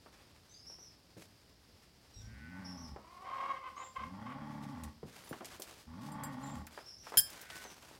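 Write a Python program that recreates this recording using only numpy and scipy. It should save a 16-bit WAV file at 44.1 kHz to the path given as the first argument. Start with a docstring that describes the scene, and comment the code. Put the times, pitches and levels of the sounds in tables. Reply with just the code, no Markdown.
"""Under a tree on a farm, one microphone close to a mule being saddled. Some way off, cattle give three
low moos and one high, cracking bellow, vocal folds pulsing through throat and nose; a farther cow
sounds thin and nasal. Close by, blanket and leather rub, rustle and thump, tack steel ticks, and the
steel cinch ring chatters in one loud clink. Small birds chirp over a thin hiss of insects."""
import sys
import numpy as np
from scipy import signal
from scipy.fft import rfft, irfft
from scipy.io import wavfile
from scipy.ndimage import uniform_filter1d

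SR = 44100
rng = np.random.default_rng(int(sys.argv[2]) if len(sys.argv) > 2 else 0)


def unload_wav(signal):
    """Save mono or channel-first audio to the path in sys.argv[1] as 16-bit WAV at rate SR, clipped to [-1, 1]."""
    wavfile.write(
        sys.argv[1],
        SR,
        np.round(np.clip(np.atleast_2d(signal).T, -1, 1) * 32767).astype(np.int16),
    )


N = 352338
T = np.arange(N) / SR
CUTOFF_HZ = 15900

# modes of the steel cinch ring: pitch_hz, chatter_db, after_ring_db
RING_MODES = [(1600, -42, -16), (1730, -40, -20), (3192, -31, -19), (4803, -37, -9), (5250, -33, -7),
              (7211, -30, -21), (7620, -43, -4), (8890, -37, -16), (9917, -24, -14), (11083, -35, -15),
              (11740, -32, -13), (12732, -33, -18), (13315, -27, -21), (13958, -29, -21), (15402, -35, -10)]


def moos():
    """Some way off, a nasal hum climbs and drops back into the chest; the open mouth adds a roar."""
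    # one curve for each moo: time_s, pitch_hz, mouth_opening (0-1)
    curves = [
        [(2.154, 53.6, 0), (2.3, 55.77, 0.07), (2.5, 88.2, 0.12), (2.59, 97.2, 0.43), (2.85, 80.46, 0.27),
         (2.945, 64.1, 0.13)],
        [(3.975, 54.78, 0.21), (4.07, 88.2, 0.18), (4.2, 103.4, 0.72), (4.27, 128.3, 0.54), (4.39, 146.9, 0.66),
         (4.62, 146.1, 0.45), (4.73, 134.6, 0.38), (4.755, 83, 0.4), (4.88, 74, 0.25)],
        [(5.865, 75.87, 0.18), (5.94, 82.64, 0.31), (6.05, 148.2, 0.42), (6.23, 145.9, 1), (6.31, 133.8, 0.48),
         (6.36, 122.7, 0.43), (6.44, 141, 0.61), (6.53, 143.8, 0.45), (6.56, 79.5, 0.35), (6.62, 73.6, 0.24)],
    ]
    # what each moo swells to: level_db
    end_levels = [-49.5, -46.5, -45.5]
    # resonances of the open mouth: centre_hz, width_hz, gain_db
    mouth_modes = [(606, 180, -4.5), (846, 143, 3), (1112, 154, 2), (1330, 210, -6.5), (1793, 440, -10),
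                   (3250, 260, -18.5)]
    slack_hz, doubling_hz = 90.2, 138  # folds flap weakly below the first; pulses alternate above the second
    times, hz, mouth = np.concatenate(curves).T
    pitch, opening = np.interp(T, times, hz), np.interp(T, times, mouth)
    level = 0
    for curve, db in zip(curves, end_levels):
        start, end = curve[0][0], curve[-1][0]
        level += from_db(db) * envelope(start, end - start, 0.014, 0.081, swell_db_per_s=6.5)
    tension = np.minimum(pitch / slack_hz, 1)
    rough = .12 + .9 * opening ** 2 + (1 - tension)
    doubling = 0.31 * (1 + np.tanh((pitch - doubling_hz) / 2))
    pulses = folds(pitch, rough, jitter=.08, doubling=doubling)
    hum = tension ** 3 * throat(band(pulses, 85, 283.4, order=6), [(194, 162, 0)])  # through the nose
    chest = rms_one(band(pulses, 47, 108)) * (slack_hz / pitch) ** 2.07
    roar = opening * throat(folds(pitch, rough=1.4, jitter=.02, doubling=doubling), mouth_modes)
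    return level * (hum + from_db(-7.5) * chest + roar)


def bellow():
    """A soft rising moan cracks into high surges that swell and climb, rasping on every sixth cycle."""
    # surges of the broken voice, levels relative: start_s, length_s, cry_db, rasp_db
    surges = [(3.238, 0.28, -36, -49), (3.53, 0.06, -45, -66), (3.626, 0.063, -47, -56),
              (3.76, 0.075, -44, -54.5), (3.948, 0.09, -43, -59.5), (4.254, 0.073, -47, -58)]
    # throat resonances of the cry: centre_hz, width_hz, gain_db
    cry_modes = [(405, 1130, -20), (1109, 146, 0), (1500, 105, -16.5), (2010, 560, -15.5), (2810, 320, -20)]
    # throat resonances of the rasp: centre_hz, width_hz, gain_db
    rasp_modes = [(534, 140, -1.5), (753, 100, 8.5), (1065, 253, 11.5), (1750, 880, -6), (2730, 550, -20)]
    moan_s, break_s, cry_hz = 2.98, 3.235, 515.6
    edges = dict(attack_s=0.012, release_s=0.037)
    pitch = 305.9 + 290 * np.clip(T - moan_s, 0, 1)
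    cry = from_db(-60) * envelope(moan_s, break_s - moan_s, **edges, swell_db_per_s=56)
    rasp = from_db(4) * cry
    for start, length, cry_db, rasp_db in surges:
        pitch = np.where(T < start, pitch, cry_hz + 135 * np.minimum(T - start, length))
        cry += from_db(cry_db) * envelope(start, length, **edges, swell_db_per_s=51)
        rasp += from_db(rasp_db) * envelope(start, length, 0.011, 0.11, swell_db_per_s=8)
    tone = throat(folds(pitch, rough=.7, jitter=0.024), cry_modes) * from_db(2 * drift(50))
    rasp_pitch = np.where(pitch < cry_hz, pitch, pitch / 6)
    pulses = folds(rasp_pitch, rough=.7, jitter=.02)
    growl = throat(pulses, rasp_modes) + from_db(-12.5) * rms_one(band(pulses, 232, 520))
    return from_db(-0.3) * cry * tone + from_db(2.5) * rasp * growl


def far_cow():
    """Only the nasal ring of these calls carries across the pasture; pitch and level arch together."""
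    # distant calls, levels relative: start_s, length_s, first_hz, last_hz, level_db
    calls = [(2.19, .62, 107.8, 104.9, -53.5), (7.3, .44, 112.9, 118.4, -52)]
    # nasal resonances: centre_hz, width_hz, gain_db
    nasal_modes = [(1545, 78, 17), (1850, 730, 5.6)]
    out = 0
    for start, length, first_hz, last_hz, db in calls:
        effort = arch(start, length)
        pitch = np.interp(T, [start, start + length], [first_hz, last_hz]) + 9 * effort
        out += from_db(db - 6.5) * effort * throat(folds(pitch, rough=0.12, jitter=0.029), nasal_modes)
    return out


def cinch_ring():
    """Close up, steel chatters on steel, feeding the modes, then rings on until the leather damps it."""
    clink_s, chatter_s, rest_s = 7.1718, 0.027, 7.262
    twin_split, twin_db = 0.0076, -11.5  # a ring not quite round has a twin just above each mode
    age = np.maximum(T - clink_s, 0)
    chatter = (1 - np.exp(-age / 0.00064)) * fade(clink_s, 0.23)
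    chatter *= np.exp(-np.maximum(age - chatter_s, 0) / 0.0016)
    damped = np.where(T < rest_s, 1, fade(rest_s, t60=0.33))
    out = from_db(-26) * band(rng.standard_normal(N) * fade(clink_s, 0.086), 2950, 16000, order=1)
    for hz, chatter_db, after_db in RING_MODES:
        t60 = 0.5 * np.sqrt(5000 / hz)  # high modes die sooner
        shaken = 1 + .5 * (drift(130) + 1j * drift(130))  # each touch shifts strength and phase
        driven = from_db(chatter_db + 1.5) * chatter * shaken
        after_ring = from_db(chatter_db + after_db + 3) * fade(clink_s, t60) * damped
        turn = 2j * np.pi * hz * age
        twins = np.exp(turn) + 1j * from_db(twin_db) * np.exp(turn * (1 + twin_split))
        out += np.imag((driven + after_ring) * twins)
    return out


def ring_jingle():
    """The cinch ring's upper modes jingle as the saddle is lifted."""
    # light touches on the ring: time_s, level_db
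    touches = [(5.243, -39), (5.291, -31)]
    return band(jingle(touches, RING_MODES, t60=0.16), 5800, CUTOFF_HZ)


def steel_ticks():
    """Light touches on the cinch ring and other tack steel, ringing briefly."""
    # touches on the steel: time_s, level_db
    touches = [(5.62, -68), (6.119, -64), (6.237, -52)]
    # modes of the lightly touched cinch ring: pitch_hz, gain_db
    modes = [(4850, -4), (7610, 5), (8970, 6), (9920, -2), (11650, -9), (13350, -2)]
    return jingle(touches, modes, t60=0.12)


def thuds():
    """Blanket, saddle and feet land dully near the microphone."""
    # soft impacts: time_s, peak_db, centre_hz
    contacts = [(.061, -46, 616), (.699, -49, 515), (1.167, -44.5, 245), (2.962, -36.5, 490),
                (5.03, -36, 193.2), (5.31, -34, 207), (5.328, -35.5, 885), (5.407, -38, 486),
                (5.596, -42.5, 382), (.785, -52, 497), (6.671, -44.5, 1240), (6.776, -36.5, 710.5),
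                (7.068, -38, 795), (7.121, -34, 690), (7.14, -31.5, 580), (7.172, -40, 80),
                (7.649, -43, 530), (7.911, -44, 390)]
    return blows(contacts, t60=0.025, spread=1.89, tail_db=-5.5, tail_t60=0.19)


def snaps():
    """Bright snaps and clicks of tack close by, including the steel ring's last sharp touch."""
    # sharp impacts: time_s, peak_db, centre_hz
    contacts = [(4.836, -39.5, 5650), (5.446, -39, 3502), (5.455, -37, 5200), (5.599, -35.5, 13000),
                (5.62, -31, 6000), (6.235, -38.5, 11980), (6.668, -39.5, 9994), (7.203, -18.5, 15000),
                (7.302, -40, 8500), (7.414, -33.5, 8300), (7.501, -35, 1690)]
    return blows(contacts, t60=0.039, spread=2.2, tail_db=-5, tail_t60=0.16)


def handling():
    """With each stroke leather rubs dully; cloth and dry leaves rustle in clumps, with short crackles."""
    # strokes of cloth and leather, levels relative: start_s, length_s, rub_db, rustle_db
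    strokes = [(0, 0.36, -64.5, -82), (1.166, 0.045, -63, -58), (4.447, 0.44, -62.5, -68),
               (5.032, 0.55, -58.5, -60), (5.49, 0.32, -61.5, -60.5), (6.007, 0.04, -59, -58.5),
               (6.289, 0.28, -65, -61), (6.696, .2, -61, -63.5), (7.006, 0.43, -58.5, -58.5),
               (7.478, 0.14, -56.5, -53), (7.6, 0.35, -61, -62.5)]
    peak_crackles_per_s, crackle_s = 350, 0.0018
    rub, rustle = from_db(-70.5), from_db(-73)  # faint stirring between strokes
    for start, length, rub_db, rustle_db in strokes:
        stroke = envelope(start, length, attack_s=0.16 * length, release_s=0.36)
        rub = np.maximum(rub, from_db(rub_db) * stroke)
        rustle = np.maximum(rustle, from_db(rustle_db) * stroke)
    onsets = rng.random(N) < peak_crackles_per_s / SR * np.sqrt(rustle / rustle.max())
    crackles = signal.lfilter([1], [1, -np.exp(-1 / (crackle_s * SR))], 1e-18 + onsets * rng.random(N))
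    clumps = from_db(2.53 * drift(18)) * (1 + 1.11 * crackles)
    dull = rub * rms_one(band(rng.standard_normal(N), 120, 1630, order=1))
    bright = rustle * rms_one(band(rng.standard_normal(N), 1400, 8100, order=1)) * from_db(drift(430))
    return clumps * (from_db(-3) * dull + from_db(-5.5) * bright)


def birds():
    """One bird repeats a buzzy three-note song; another chirps clearly over a falling second voice."""
    # notes of the song, levels relative: delay_s, length_s, first_hz, last_hz, level_db
    notes = [(-.125, 0.16, 4770, 5220, -5.5), (0, .115, 5454, 5125, 0.5), (0.128, 0.12, 5850, 5020, -4)]
    # repeats of the song, levels relative: time_s, level_db, lead_note_db
    songs = [(0.657, -62, 1), (2.642, -58.5, -23), (6.851, -60.5, -6.5)]
    # clear chirps, levels relative: start_s, length_s, first_hz, last_hz, level_db
    chirps = [(0.49, 0.078, 6080, 6340, -70), (2.134, 0.11, 5590, 5500, -66.5),
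              (3.755, 0.13, 6330, 7540, -66), (6.423, 0.11, 6970, 7470, -65),
              (7.64, 0.076, 6310, 5470, -66.5)]
    out, buzz, waver = np.zeros(N), 0.0312 * drift(260), 0.0182 * drift(110)
    for start, song_db, lead_db in songs:
        for delay, length, first_hz, last_hz, db in notes:
            gain = from_db(song_db + db + lead_db * (delay < 0))
            out += gain * bird_note(start + delay, length, first_hz, last_hz, buzz, octave_db=-21.5)
    for start, length, first_hz, last_hz, db in chirps:
        upper = bird_note(start, length, first_hz, last_hz, waver, octave_db=-26)
        lower = bird_note(start, length, 4100, 3220, waver, octave_db=-2)
        out += from_db(db) * (upper + from_db(-10.5) * lower)
    return out * from_db(3 + 3 * drift(70))


def bird_note(start, length, first_hz, last_hz, flutter, octave_db):
    """An arched glide with its upper octave starts sharply and weakens; flutter shakes its pitch."""
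    out, at = np.zeros(N), np.flatnonzero((T > start) & (T < start + length))
    along = np.linspace(0, 1, len(at))
    hz = (first_hz + (last_hz - first_hz) * along) * (1 + 0.02266 * np.sin(np.pi * along))
    phase = 2 * np.pi * np.cumsum(hz * (1 + flutter[at])) / SR
    level = signal.windows.tukey(len(at), .2) * from_db(5.5 * (1 - along))
    out[at] = level * (np.sin(phase) + from_db(octave_db) * np.sin(2 * phase))
    return out


def insects():
    """Insects merge into one thin, steady hiss."""
    return from_db(-79.5) * rms_one(band(rng.standard_normal(N), 4690, 5600))


def air():
    """Still farm air: a low rumble and faint hiss whose level wavers slightly."""
    # spectrum of the background: frequency_hz, relative_db
    spectrum = [(15, -43), (25, -13), (69, 3), (537, -11.5), (1300, -22), (3930, -19.5), (4870, -14),
                (6380, -25.5), (15500, -32.5)]
    hz, db = np.transpose(spectrum)
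    colour = np.interp(np.log(np.arange(N // 2 + 1) * SR / N + 1), np.log(hz), db)
    bed = rms_one(irfft(rfft(rng.standard_normal(N)) * from_db(colour), N))
    return from_db(-65) * bed * from_db(drift(7))


def pasture(x, wet_db, t60):
    """Trees and sheds scatter a diffuse tail behind far sounds."""
    tail = (rng.standard_normal(N) * fade(0.019, t60))[:SR]
    return x + from_db(wet_db) * signal.fftconvolve(x, tail / np.linalg.norm(tail))[:N]


def folds(pitch, rough, jitter, doubling=0):
    """Vocal folds pulse once a cycle; roughness unsettles timing and strength and adds puffs of air."""
    cycles = np.cumsum(pitch * (1 + jitter * rough * drift(45))) / SR
    pulses = np.diff(np.floor(cycles), prepend=0) * (1 + rough * np.tanh(drift(60)))
    pulses *= 1 - doubling * (np.floor(cycles) % 2)  # every other pulse weakens
    puffs = rng.standard_normal(N) * np.exp(-2 * (cycles % 1))
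    return rms_one(pulses) + rough * rms_one(puffs)


def throat(x, modes):
    """Parallel resonances, each applied twice for dark valleys; the level is evened out."""
    y = sum(from_db(db) * resonate(resonate(x, hz, width), hz, width) for hz, width, db in modes)
    return y / np.sqrt(np.abs(uniform_filter1d(y * y, size=2200)) + 1e-14)


def jingle(touches, modes, t60):
    """Light touches set a piece of steel ringing, each time with a different balance of modes."""
    out, t = np.zeros(N), T[:SR // 2]
    for start, db in touches:
        shares = rng.uniform(0.3, 1.7, len(modes))
        ring = sum(share * from_db(mode_db) * np.sin(2 * np.pi * hz * t)
                   for (hz, mode_db, *_), share in zip(modes, shares))
        at = round(start * SR)
        out[at:at + len(t)] += from_db(db - 60 * t / t60) * ring
    return out


def blows(contacts, t60, spread, tail_db, tail_t60):
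    """Each contact is a noise burst around its own pitch, with a weak tail; bright ones are shorter."""
    out, t = np.zeros(N), T[:SR // 4]
    for start, db, hz in contacts:
        age = t * (hz / 1000) ** (1 / 4)  # the decay times hold at 1 kHz
        push = from_db(-60 * age / t60) + from_db(tail_db - 60 * age / tail_t60)
        burst = band(rng.standard_normal(len(t)) * push, hz / spread, hz * spread)
        at = round(start * SR)
        out[at:at + len(t)] += (from_db(db) * burst / np.abs(burst).max())[:N - at]
    return out


def envelope(start, length, attack_s, release_s, swell_db_per_s=0):
    """Attack, a hold that swells up to gain 1, and a release that falls 60 dB in release_s."""
    past = T - start - length
    db = swell_db_per_s * np.minimum(past, 0) - 60 * np.clip(past / release_s, 0, 3)
    return np.clip((T - start) / attack_s, 0, 1) * from_db(db)


def arch(start, length):
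    """Half a sine: from 0 up to 1 and back."""
    return np.sin(np.interp(T, [start, start + length], [0, np.pi]))


def fade(start, t60):
    """Sudden onset, then a fall of 60 dB in t60 seconds."""
    return (T >= start) * np.exp(-np.log(1000) * np.clip((T - start) / t60, 0, 10))


def drift(rate_hz):
    """Smooth random wander with rms 1."""
    knots = rng.standard_normal(N // 8)
    return rms_one(np.interp(T * rate_hz * 2, np.arange(len(knots)), knots))


def band(x, low_hz, high_hz, order=2):
    """Butterworth band-pass."""
    sos = signal.butter(order, [low_hz, min(high_hz, SR / 2.1)], "band", fs=SR, output="sos")
    return signal.sosfilt(sos, x + 1e-18)


def resonate(x, hz, width_hz):
    """One resonance with gain 1 at its peak."""
    r = np.exp(-np.pi * width_hz / SR)
    feedback = [1, -2 * r * np.cos(2 * np.pi * hz / SR), r * r]
    return signal.lfilter(np.array([1, 0, -1]) * (1 - r * r) / 2, feedback, x + 1e-18)


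def from_db(db):
    """Decibels to gain."""
    return 10 ** (np.asarray(db) / 20)


def rms_one(x):
    """Scale to rms 1."""
    return x / np.sqrt(np.mean(x ** 2) + 1e-20)


def scene():
    """Far animals, near tack and still air, alike in both channels."""
    cattle = pasture(moos() + far_cow() + bellow(), wet_db=-4.5, t60=0.28)
    tack = thuds() + snaps() + cinch_ring() + ring_jingle() + steel_ticks() + handling()
    background = insects() + air() + pasture(birds(), wet_db=-2, t60=0.27)
    mono = cattle + tack + background
    return np.array([mono, mono])


def record(dry):
    """The highest treble is cut steeply."""
    return signal.sosfilt(signal.ellip(10, .1, 80, CUTOFF_HZ, fs=SR, output="sos"), dry)


dry = scene()
out = record(dry)
unload_wav(out)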